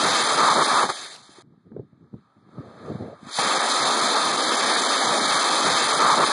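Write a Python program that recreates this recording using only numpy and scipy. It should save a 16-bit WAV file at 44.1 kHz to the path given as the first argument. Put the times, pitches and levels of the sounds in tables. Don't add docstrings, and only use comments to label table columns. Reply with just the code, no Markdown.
import sys
import numpy as np
from scipy import signal
from scipy.fft import dct
from scipy.io import wavfile
from scipy.ndimage import uniform_filter1d

SR = 44100
rng = np.random.default_rng(int(sys.argv[2]) if len(sys.argv) > 2 else 0)


def magnitude_from_level(level_db):
    exponent = np.asarray(level_db, float) / 20
    return 10 ** exponent


def output_pcm(signal):
    pcm = np.clip(np.atleast_2d(signal).T, -1, 1) * 32767
    wavfile.write(sys.argv[1], SR, np.round(pcm).astype(np.int16))


N = 278705
HOP = 128
FRAME_RATE = SR / HOP
HZ = np.arange(257) * SR / 512
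TIME = np.arange(-(-N // HOP) + 1) * HOP / SR
CUT_S, REPLAY_S = 1.4228, 5.61576
TICK_S = 1.1575
SURGE_FALL_DB_PER_S = 601.5

# frequency [Hz], level [dB].
JET_COLOUR = [(60, -64), (130, -4), (260, -0.5), (600, 0.5), (900, 2), (1500, -7.5), (2300, -7.5),
              (3150, -7.5), (4300, -3), (5250, -8.5), (7000, -13), (10300, -17), (11700, -30.5),
              (12500, -52.5)]


def spliced(x, rate):
    k = int(round(REPLAY_S * rate))
    return np.concatenate([x[..., :k], x[..., :x.shape[-1] - k]], axis=-1)


def walk(rate, count=1):
    k = max(int(SR / HOP / rate), 1)
    draws = rng.standard_normal((count, len(TIME) // k + 1))
    held = np.repeat(draws, k, axis=1)[:, :len(TIME)]
    slewed = uniform_filter1d(uniform_filter1d(held, k), k)
    return spliced(0.84 * slewed, FRAME_RATE)


def shape(points):
    hz, db = np.transpose(points)
    return np.interp(np.log(HZ + 1), np.log(hz), db)[:, None]


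def band(lo_hz, hi_hz):
    def below(hz):
        return 1 / (1 + (HZ / hz) ** 8)
    return ((1 - below(lo_hz)) * below(hi_hz))[:, None]


def level_curve(points, fade_db_per_s=-400):
    s, db = np.transpose(points)
    outside_s = np.maximum(s[0] - TIME, 0) + np.maximum(TIME - s[-1], 0)
    return np.interp(TIME, s, db) + fade_db_per_s * outside_s


def humps(rows, rise, fall):
    s, length = np.transpose(rows)[:2, :, None]
    return -rise * np.maximum(s - TIME, 0) - fall * np.maximum(TIME - s - length, 0)


def turbulence(db):
    noise = spliced(rng.standard_normal(N), SR)
    z = signal.stft(noise, nperseg=512, noverlap=512 - HOP)[2]
    return signal.istft(z * magnitude_from_level(db[:, :z.shape[1]]), nperseg=512, noverlap=512 - HOP)[1][:N]


def housing():
    # frequency [Hz], width [Hz], lift [dB].
    resonances = [(1243.6, 169, 12.5), (1682, 230, 6), (3665, 200, 5), (4090, 94, 5.5), (6350, 230, 4.5),
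                  (7510, 350, 5.5), (9330, 890, 8)]
    return sum(db / (1 + (2 * (HZ - hz) / width) ** 2) for hz, width, db in resonances)[:, None]


def eddies(slow_db, quick_db, shared_db):
    band_of = (np.linspace(0, 1, len(HZ)) ** .5 * 15).astype(int)
    swell = slow_db * walk(5, count=16)[band_of]
    flicker = quick_db * walk(30, count=16)[band_of]
    return swell + flicker + shared_db * band(1700, 3e4) * walk(24)


def seams(rate, depth_db, width_s):
    at = np.cumsum((1 + 0.27 * rng.standard_normal(200)) / rate)
    size = rng.uniform(.2, 1, 200)
    dips = (size * np.exp(-((TIME[:, None] - at) / width_s) ** 2)).sum(axis=1)
    return -depth_db * band(3800, 3e4) * dips


def surge(column):
    # start [s], length [s], howl shift [dB], rumble shift [dB].
    surges = [(0.38, 0.15, 10.5, 5), (0.558, 0.066, 9.5, 7), (0.687, 0.042, 7.5, -2),
              (0.743, 0.085, 10.5, 0.5), (0.833, 0.029, 8, 9.5), (0.898, 0.004, 5.5, 8.5),
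              (0.93, 0.23, -10, -7.5), (1.185, 0.16, -3, -9), (3.2, 0.089, 7, 6.5),
              (3.328, 0.042, -12, -15.5), (4.148, 0.03, 6, 0.5)]
    size = np.transpose(surges)[column][:, None]
    left = np.maximum(np.abs(size) + humps(surges, 900, SURGE_FALL_DB_PER_S), 0)
    return (np.sign(size) * left).sum(axis=0)


def thrust():
    # time [s], level [dB].
    burnout = [
        (0.0, -24.5),
        (0.35, -25),
        (0.55, -27.5),
        (0.72, -25.5),
        (0.826, -27.5),
        (0.878, -37),
    ]
    # start [s], hiss level [dB].
    echoes = [
        (0.885, -35.5),
        (1.068, -42.5),
        (1.165, -52),
    ]
    # time [s], level [dB].
    light_up = [
        (3.2, -69),
        (3.3, -46),
        (3.345, -32),
        (3.38, -27.5),
        (3.392, -26),
        (4.1, -25.5),
        (4.39, -27),
        (4.55, -25.5),
        (5.62, -25),
    ]
    db = level_curve(burnout, 0)
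    for s, echo_db in echoes:
        db = np.where(TIME > s, echo_db - 15 * (TIME - s), db)
    chuff = 7 + humps([(0.897, 0.005)], 2000, SURGE_FALL_DB_PER_S)[0]
    db = db + np.maximum(chuff, 0)
    return np.where(TIME < CUT_S + .02, db, level_curve(light_up))


def jet():
    hiss = spliced(thrust(), FRAME_RATE)
    howl = spliced(0.34 + surge(column=2), FRAME_RATE)
    shift = spliced(surge(column=3), FRAME_RATE)
    drift = walk(12, count=3)
    howl = howl + 1.4 * drift[0]
    roar = -4.5 + 0.3 * shift + 1.2 * drift[1]
    rumble = -6.5 + shift + 1.7 * drift[2]
    db = shape(JET_COLOUR) + housing() + hiss + 13 + eddies(0.16, 1.52, 0.81) + seams(18, 15, 0.0029)
    db = db + band(770, 1420) * (howl - 1.5) + band(1420, 3000) * (roar + 6) + band(1, 620) * (rumble + 4)
    t = np.arange(N) / SR
    return turbulence(db) * ((t < CUT_S) | (t > 3))


def knocks(rows, top_hz, rise_s):
    out, t = np.zeros(N + 4096), np.arange(4096) / SR
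    for s, db, hz, t60, rough in rows:
        skin = rough * uniform_filter1d(rng.standard_normal(4096), 9) * 3
        swing = np.sin(2 * np.pi * hz * t) + skin
        envelope = np.exp(-np.log(1000) * t / t60) * np.minimum(t / rise_s, 1) ** 2
        out[int(s * SR):][:4096] += magnitude_from_level(db) * swing * envelope
    return signal.sosfilt(signal.butter(4, top_hz, fs=SR, output="sos"), out[:N])


def chamber_pops():
    # time [s], peak [dB], frequency [Hz], fall by 60 dB [s].
    pops = [
        (0.841, -15, 858, 0.037),
        (0.849, -21, 1284, 0.053),
        (0.8901, -10.5, 900, 0.018),
        (0.893, -16, 1221, 0.04),
        (3.387, -9.5, 806, 0.044),
        (3.392, -14, 1250, 0.032),
    ]
    return knocks([(s, db - 4.5, hz, t60, .5) for s, db, hz, t60 in pops], 3300, 0.00038)


def tick():
    return magnitude_from_level(-34.5) * (np.arange(N) == int(TICK_S * SR))


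def wind():
    # start [s], length [s], buffet level [dB], edge over buffet [dB].
    gust_rows = [(1.184, 0.025, -54, -2), (1.296, 0.015, -56, -9), (1.38, 0.014, -54, -5),
                 (1.432, 0.01, -52, -20), (1.462, 0.02, -54.5, -25), (1.507, 0.035, -48, -13),
                 (1.576, 0.012, -52, -20), (1.66, 0.012, -43.5, -19), (1.69, 0.02, -54, -20),
                 (1.718, 0.035, -37, -10), (1.76, 0.045, -34.5, -3), (1.816, 0.022, -42, -15),
                 (1.87, 0.025, -62, -27), (1.925, 0.064, -52, -22), (2.01, 0.047, -44.5, -15),
                 (2.134, 0.017, -36.5, -9), (2.175, 0.031, -46.5, -27.5), (2.362, 0.08, -52.5, -15),
                 (2.465, 0.044, -49, -5), (2.535, 0.03, -48, -3), (2.572, 0.023, -33.5, -3),
                 (2.628, 0.19, -43, 11), (2.84, 0.04, -36, 4), (2.882, 0.035, -28.5, 4),
                 (2.945, 0.02, -29, 2), (3.005, 0.032, -30.5, 3), (3.053, 0.037, -44, 17),
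                 (3.104, 0.031, -40, 20), (3.22, 0.015, -47, -4), (3.26, 0.03, -46, -8)]
    # frequency [Hz], level [dB].
    buffet_colour = [(30, -27), (60, -15), (110, 4), (200, -1.5), (400, -10.5), (700, -28), (1200, -53),
                     (2500, -61), (12000, -83)]
    level_db, edge_db = np.transpose(gust_rows)[2:, :, None]
    lull = magnitude_from_level(level_curve([(1.2, -61), (3.28, -61)]))
    gusts = magnitude_from_level(level_db + humps(gust_rows, 900, 550))
    total = lull + gusts.sum(axis=0) + 1e-30
    buffet = 20 * np.log10(total)
    edge = (lull * -22 + (gusts * edge_db).sum(axis=0)) / total
    db = shape(buffet_colour) + buffet + 15 + band(439, 3e4) * (edge + 11)
    return turbulence(db + 4.0 * walk(45))


def wind_slaps():
    # time [s], peak [dB], frequency [Hz].
    slaps = [(1.289, -40.5, 299), (1.382, -35.5, 355), (1.47, -40, 156), (1.534, -41, 186),
             (1.574, -47, 170), (1.662, -37.5, 206), (1.715, -27.5, 211), (1.728, -34, 199),
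             (1.761, -44, 557), (1.762, -21.5, 412), (1.771, -27, 161), (1.789, -26, 135),
             (1.793, -23.5, 404), (1.926, -40, 132), (2.014, -37, 140), (2.136, -23, 172),
             (2.364, -48.5, 238), (2.468, -42.5, 189), (2.488, -41, 213), (2.538, -41, 145),
             (2.579, -23.5, 152), (2.603, -28, 283), (2.897, -25.5, 380), (2.914, -21, 132),
             (2.949, -18, 186), (2.969, -34, 172), (3.021, -23, 350), (3.078, -28, 298), (3.226, -32, 220),
             (3.266, -30, 217)]
    return knocks([(s, db + 8.0, hz, 0.026, .2) for s, db, hz in slaps], 800, 0.004)


def smoulder():
    # time [s], hiss level [dB].
    flame = [
        (1.43, -86.5),
        (2.0, -84.5),
        (2.25, -80.5),
        (2.46, -78.5),
        (2.58, -68),
        (2.72, -66.5),
        (2.87, -59.5),
        (3.05, -64),
        (3.3, -71.5),
    ]
    hiss = level_curve(flame, -100)
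    mid = hiss + 8
    db = shape(JET_COLOUR) + 1.42 * housing() + 14
    db = db + band(1, 2460) * mid + band(2484, 3e4) * hiss + band(5700, 3e4) * -7
    return turbulence(db + eddies(.6, 1.6, 1.)) * (np.arange(N) / SR > CUT_S)


def slap_snaps():
    # time [s], peak [dB], frequency [Hz].
    snaps = [
        (1.718, -43, 600),
        (1.7645, -40, 1000),
        (2.488, -47, 700),
        (3.03, -32, 650),
    ]
    return knocks([(s, db, hz, 0.01, .8) for s, db, hz in snaps], 1800, 0.0006)


def scene():
    far = jet() + chamber_pops() + smoulder()
    near = tick() + wind() + wind_slaps() + slap_snaps()
    return (far + near)[None]


def flanks(hz):
    # flank starts [Hz], always empty from [Hz], to [Hz], flank ends [Hz].
    gap_edges = [(2350, 2800, 2965, 3100), (5260, 5440, 5620, 5820), (7780, 8090, 8350, 8830),
                 (10340, 10780, 11260, 11740)]
    # from [Hz], to [Hz], share of blocks.
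    lone_slices = [(1970, 2070, .1), (2350, 2465, .4), (10380, 10500, .55), (11520, 11700, .55),
                   (12620, 23000, 1)]
    ramp = [0, .17, .65, 1]
    for start, lo, hi, end in gap_edges:
        middle = (lo + hi) / 2
        yield np.interp(hz, [start, start + 30, lo - 50, lo], ramp) * (hz < middle)
        yield np.interp(-hz, [-end, 30 - end, -hi - 35, -hi], ramp) * (hz >= middle)
    for lo, hi, share in lone_slices:
        yield share * ((hz > lo) & (hz < hi))


def bass_passed(s, bass_db):
    # start [s], length [s], level [dB].
    early = [
        (0.028, 0.108, -44.5),
        (0.212, 0.045, -40.5),
        (0.322, 0.04, -45.5),
        (0.387, 0.066, -46.5),
        (0.513, 0.125, -46.5),
        (0.722, 0.043, -47),
        (0.833, 0.077, -47),
    ]
    # start [s], length [s], level [dB].
    late = [(3.366, 0.049, -50), (3.43, 0.052, -47), (3.556, 0.031, -51), (3.813, 0.05, -45),
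            (3.885, 0.03, -51), (4.011, 0.032, -47), (4.055, 0.036, -52), (4.228, 0.097, -48),
            (4.345, 0.045, -50), (4.466, 0.025, -52), (4.648, 0.04, -50.5), (5.043, 0.09, -49),
            (5.228, 0.048, -45.5), (5.315, 0.056, -42), (5.504, 0.038, -50)]
    rows = np.vstack([early, late])
    best = (rows[:, 2:] - bass_db + humps(rows, 2000, 2000)).max(axis=0)
    roaring = (TIME < .99) | (TIME > 3.3)
    return np.interp(s, TIME, spliced(np.maximum(best, -40), FRAME_RATE) * roaring)


def gaps(x, skirt_db, bass_db):
    attacks_s = [1.16, 2.58, 3.02, 3.39]
    size, grid = 1024, 285
    window = signal.windows.kaiser_bessel_derived(2 * size, 4 * np.pi)
    padded = np.pad(x[0], (2 * size - grid, 3 * size))
    lapped = np.lib.stride_tricks.sliding_window_view(padded, 2 * size)[::size] * window
    a, b, c, d = np.split(lapped, 4, axis=1)
    bins = dct(np.hstack([-c[:, ::-1] - d, a - b[:, ::-1]]), type=4, norm="ortho")
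    hz = (np.arange(size) + .5) * SR / 2 / size
    s = (grid + (np.arange(len(bins)) - 1) * size) / SR
    keep = np.ones(bins.shape)
    for share in flanks(hz):
        held = np.repeat(rng.random(len(s)), rng.integers(1, 4, len(s)))[:len(s)]
        rank = np.argsort(np.argsort(held)) / len(s)
        keep *= (rank[:, None] >= share) * magnitude_from_level(skirt_db * share)
    attack = np.abs(s[:, None] - attacks_s).min(axis=1) < .012
    keep[attack] = np.maximum(keep[attack], .2 * (hz < 9000))
    keep[np.abs(s - TICK_S) < .012] = 1
    keep[np.ix_((s > TICK_S + .02) & (s < 3.3), hz > 10500)] = 0
    keep *= magnitude_from_level(np.outer(bass_passed(s, bass_db), 1 / (1 + (hz / 172) ** 14)))
    late, early = np.split(dct(bins * keep, type=4, norm="ortho"), 2, axis=1)
    blocks = np.hstack([early, -early[:, ::-1], -late[:, ::-1], -late]) * window
    joined = blocks[1:, :size] + blocks[:-1, size:]
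    return joined.ravel()[None, size - grid:][:, :N]


def low_pass(x):
    return signal.sosfilt(signal.butter(12, 12530, fs=SR, output="sos"), x)


def record(dry):
    port = signal.sosfilt(signal.butter(4, 95, "high", fs=SR, output="sos"), dry)
    rounded = np.tanh(1.282 * port) / 1.309
    return low_pass(gaps(rounded, skirt_db=-10.5, bass_db=-46.5))


dry = scene()
out = record(dry)
output_pcm(out)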